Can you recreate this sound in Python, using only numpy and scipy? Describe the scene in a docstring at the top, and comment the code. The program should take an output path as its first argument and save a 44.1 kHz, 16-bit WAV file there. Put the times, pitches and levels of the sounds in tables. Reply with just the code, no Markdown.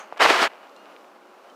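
"""A finger scrapes across a small camera's casing, right by the microphone: loud, dry, ending abruptly.
The camera is hand-held over a mousetrap in a quiet room, and the hand is shifting its grip.
The finger lands with a soft tap, then its skin sticks and slips, shaking the casing into ringing.
Before and after, the grip rustles and ticks faintly, close up, over steady room noise."""
import sys
import numpy as np
from scipy import signal
from scipy.fft import rfft, irfft
from scipy.io import wavfile

SR = 44100
rng = np.random.default_rng(int(sys.argv[2]) if len(sys.argv) > 2 else 0)


def pcm_store(signal):
    """Save signal as 16-bit PCM."""
    levels = np.round(np.clip(np.atleast_2d(signal), -1, 1) * 32767)
    wavfile.write(sys.argv[1], SR, levels.astype(np.int16).T)


N = 68355
TIME = np.arange(N) / SR

# Friction of the finger beside the microphone: (time [s], level [dB])
SCRAPE_LEVEL = [(.189, -48), (.1985, -24), (.203, -16), (.211, -13), (.225, -13), (.236, -15.5),
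                (.2625, -13.5), (.2645, -18), (.28, -19), (.305, -13.5), (.311, -17.5), (.366, -20),
                (.385, -21.5), (.408, -19.5), (.428, -16), (.455, -20), (.477, -27), (.4795, -34)]
# Fine fizz of the skin, relative to the scrape: (time [s], level [dB])
FIZZ_LEVEL = [(.19, -42), (.215, -14.5), (.236, -7), (.26, -15.5), (.28, -11), (.33, -11.5), (.37, -12.5),
              (.43, -9.5), (.478, -17)]
# Spectrum of the coarse slips: (frequency [Hz], relative level [dB])
SLIP_SPECTRUM = [(40, -56), (110, -38), (200, -18), (300, -10), (450, -5), (700, -3), (1200, -2),
                 (1600, -2.5), (2100, -5.5), (2900, -7.5), (3600, -15), (5000, -24), (8000, -34.5),
                 (15500, -61)]
# Spectrum of the fizz: (frequency [Hz], relative level [dB])
FIZZ_SPECTRUM = [(300, -51), (2500, -1.5), (4500, 3), (6000, -5), (8000, -11.5), (11000, -18), (15500, -28)]
# Resonances of the casing: (frequency [Hz], relative level [dB], t60 [s])
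CASING_MODES = [(461, -3, .25), (678, 2, .4), (793, -4, .25), (861, -4, .25), (911, -2, .3),
                (1043, -3, .25), (1070, -2, .25), (1135, -3, .25), (1270, -3, .25), (1335, 2, .35),
                (1395, 0, .3), (1717, -4, .25), (1958, -4, .2)]
# The finger lands and catches on the casing: (time [s], peak [dB], pitch [Hz], t60 [s])
FINGER_BUMPS = [(.1246, -20.5, 740, 0.0066), (0.2132, -22, 306, 0.06), (.2608, -3.5, 1213, 0.0059),
                (0.3047, -10, 440, 0.021), (.4165, -18, 334, 0.018), (0.4267, -12.5, 920, 0.029)]
# Close ticks of the grip: (time [s], peak [dB], centre [Hz], width [octaves], t60 [s])
GRIP_TICKS = [(.129, -40, 2800, .6, .012), (.1708, -35, 900, .8, .008), (.1752, -25, 1700, 1.1, .0015),
              (.1799, -26, 1700, 1.05, .0018), (.536, -41, 2200, .8, .006), (.6722, -40, 2200, .8, .005),
              (.6955, -41, 2800, .8, .004), (.7635, -39, 3800, .65, .016), (.8568, -36, 2200, .7, .005),
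              (.964, -33, 2200, .65, .007), (1.0448, -41, 2100, .75, .006), (1.4988, -42, 3000, .75, .012)]
# Thin tones after two of the ticks: (time [s], peak [dB], pitch [Hz], t60 [s])
TICK_PINGS = [(.765, -56, 2850, .7), (.765, -62, 4260, 0.32), (1.499, -47, 3070, .04)]
# Rustle of the hand on the camera: (time [s], level [dB])
RUSTLE_LEVEL = [(0, -48), (.025, -46.5), (.06, -51), (.16, -50.5), (.178, -38), (.2, -56), (.49, -46.5),
                (.58, -51), (.64, -49.5), (.73, -55.5), (.87, -52), (.91, -49.5), (.95, -54), (1.1, -57),
                (1.35, -57.5), (1.49, -54), (1.55, -65)]
# Spectrum of the rustle: (frequency [Hz], relative level [dB])
RUSTLE_SPECTRUM = [(80, -65), (170, -26), (600, 12), (1400, 4.5), (2200, 1), (2900, 0.5), (3600, -12),
                   (4400, -11.5), (7000, -33), (15500, -30)]
# Spectrum of the opening scuff: (frequency [Hz], relative level [dB])
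SCUFF_SPECTRUM = [(200, -36), (1000, 9), (3000, -6), (5300, -19), (6400, 0), (7500, -17.5), (10000, -23),
                  (15500, -48)]
# Room tone behind the hand: (frequency [Hz], relative level [dB])
ROOM_SPECTRUM = [(30, -50), (110, -44), (150, -24), (200, -5.5), (330, -3), (550, 2), (800, -3), (1000, -1),
                 (1400, -2.5), (1900, -20.5), (3000, -22.5), (3700, -19.5), (6000, -24.5), (9000, -31),
                 (15500, -34)]
# Faint hum in the room: (frequency [Hz], level [dB])
HUM_LINES = [(296, -65.5), (362, -66), (559, -62.5), (811, -58.5)]

SLIPS_PER_S = 9000
LN_1000 = np.log(1000)  # decay exponent for a 60 dB fall


def scrape(spread_db=1.5, ring_db=-13.5, judder_db=-0.04, judder_hz=263):
    """Right by the microphone, dense slips of skin shake the casing and stop dead as the finger leaves."""
    coarse = slips(SLIPS_PER_S, spread_db)
    casing = unit_rms(sum(amp(db) * ring(coarse, hz, t60) for hz, db, t60 in CASING_MODES))
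    body = unit_rms(coloured(coarse, SLIP_SPECTRUM) + amp(ring_db) * casing)
    fizz = level(FIZZ_LEVEL) * coloured(slips(SLIPS_PER_S, spread_db), FIZZ_SPECTRUM)
    judder = unit_rms(amp(judder_db * wander(judder_hz)))
    touching = (TIME > SCRAPE_LEVEL[0][0]) & (TIME < SCRAPE_LEVEL[-1][0])
    return touching * level(SCRAPE_LEVEL) * judder * (body + fizz)


def bump(db, hz, t60, rise_s=0.00057, sag=0.37):
    """The finger gives the casing a dull push: a few damped cycles that sag in pitch."""
    t = np.arange(0, 2 * t60, 1 / SR)
    cycles = np.cumsum(hz * np.exp(-sag * t / t60)) / SR
    attack = 1 - np.exp(-(t / rise_s) ** 2)
    wave = np.gradient(np.cos(2 * np.pi * cycles) * attack * decay(t, t60))
    return amp(db) * wave / abs(wave).max()


def tick(db, hz, width, t60, snap=7.8):
    """A tiny dry crack of the grip, close up: a snap and a short crumble around one frequency."""
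    t = TIME[:2048]
    burst = rng.standard_normal(len(t)) * decay(t, t60) + snap * (t == 0)
    octaves = np.log2((np.fft.rfftfreq(len(t), 1 / SR) + 1) / hz)
    band = np.exp(-.5 * (octaves / width) ** 2)
    wave = irfft(rfft(np.roll(burst, 20)) * band)  # the shift leaves room for the snap's onset
    return amp(db) * wave / abs(wave).max()


def ping(db, hz, t60, waver=0.014):
    """A thin, slightly unsteady tone dies away after a tick."""
    cycles = np.cumsum(hz * (1 + waver * wander(95))) / SR
    return amp(db) * np.sin(2 * np.pi * cycles) * decay(TIME, t60)


def grip(spread_db=3.5, scuff_db=-38.5):
    """The hand rustles lightly on the camera, opening with one thin scuff that fades."""
    rustle = level(RUSTLE_LEVEL) * coloured(slips(per_s=3300, spread_db=spread_db), RUSTLE_SPECTRUM)
    scuff = coloured(slips(SLIPS_PER_S, spread_db), SCUFF_SPECTRUM)
    return rustle + amp(scuff_db) * decay(TIME, t60=0.17) * scuff


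def room(wash_db=-51, drift_db=0.9, flutter_db=3.5, waver_hz=3.94):
    """The quiet room in the background: a fan-like wash with a few faint, wavering hum lines."""
    tone = amp(wash_db + drift_db * wander(3.3)) * coloured(rng.standard_normal(N), ROOM_SPECTRUM)
    for hz, db in HUM_LINES:
        gain = amp(db + flutter_db * wander(2.7))
        cycles = np.cumsum(hz + waver_hz * wander(15.1)) / SR
        tone += gain * np.sin(2 * np.pi * cycles)
    return tone


def slips(per_s, spread_db):
    """Tiny random stick-slip impulses of uneven size."""
    size = amp(spread_db * np.minimum(rng.exponential(1, N), 4))
    return size * rng.choice([-1., 1.], N) * (rng.random(N) < per_s / SR)


def ring(x, hz, t60):
    """One damped mode driven by x, at rms 1."""
    pole = np.exp((2j * np.pi * hz - LN_1000 / t60) / SR)
    return unit_rms(signal.lfilter([1], [1, -pole], x).real)


def coloured(x, spectrum):
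    """Filters x by (frequency [Hz], level [dB]) points, at rms 1."""
    hz, db = np.transpose(spectrum)
    bins_hz = np.fft.rfftfreq(N, 1 / SR)
    gain = amp(np.interp(np.log(bins_hz + 1), np.log(hz), db))
    return unit_rms(irfft(rfft(x) * gain, N))


def wander(hz):
    """Random drift, mostly slower than hz, at rms 1."""
    lowpass = np.exp(-(np.fft.rfftfreq(N, 1 / SR) / hz) ** 2)
    return unit_rms(irfft(rfft(rng.standard_normal(N)) * lowpass, N))


def level(points):
    """Gain over time from (time [s], level [dB]) points."""
    return amp(np.interp(TIME, *np.transpose(points)))


def decay(t, t60):
    """Gain that falls 60 dB in t60 seconds."""
    return np.exp(-LN_1000 * t / t60)


def amp(db):
    """Decibels to gain."""
    return 10 ** (np.asarray(db) / 20)


def unit_rms(x):
    """Scales to rms 1."""
    return x / np.sqrt(np.mean(x ** 2) + 1e-20)


def scene():
    """Finger and hand up close, the room behind, all at the camera's one microphone."""
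    mix = scrape() + grip() + room()
    for events, source in (FINGER_BUMPS, bump), (GRIP_TICKS, tick), (TICK_PINGS, ping):
        for start_s, *settings in events:
            start = round(start_s * SR)
            sound = source(*settings)[:N - start]
            mix[start:start + len(sound)] += sound
    return mix[None]


def record(dry, low_cut_hz=146, ceiling_db=-5, knee=7, top_hz=15600):
    """The camera's recorder: a low cut, soft overload on the loudest peaks, then the band limit."""
    low_cut = signal.butter(6, low_cut_hz, "highpass", fs=SR, output="sos")
    x = signal.sosfilt(low_cut, dry)
    x = x / (1 + abs(x / amp(ceiling_db)) ** knee) ** (1 / knee)
    band_limit = signal.firwin(511, top_hz, window=("kaiser", 9), fs=SR)
    return signal.oaconvolve(x, band_limit[None], "same")


dry = scene()
out = record(dry)
pcm_store(out)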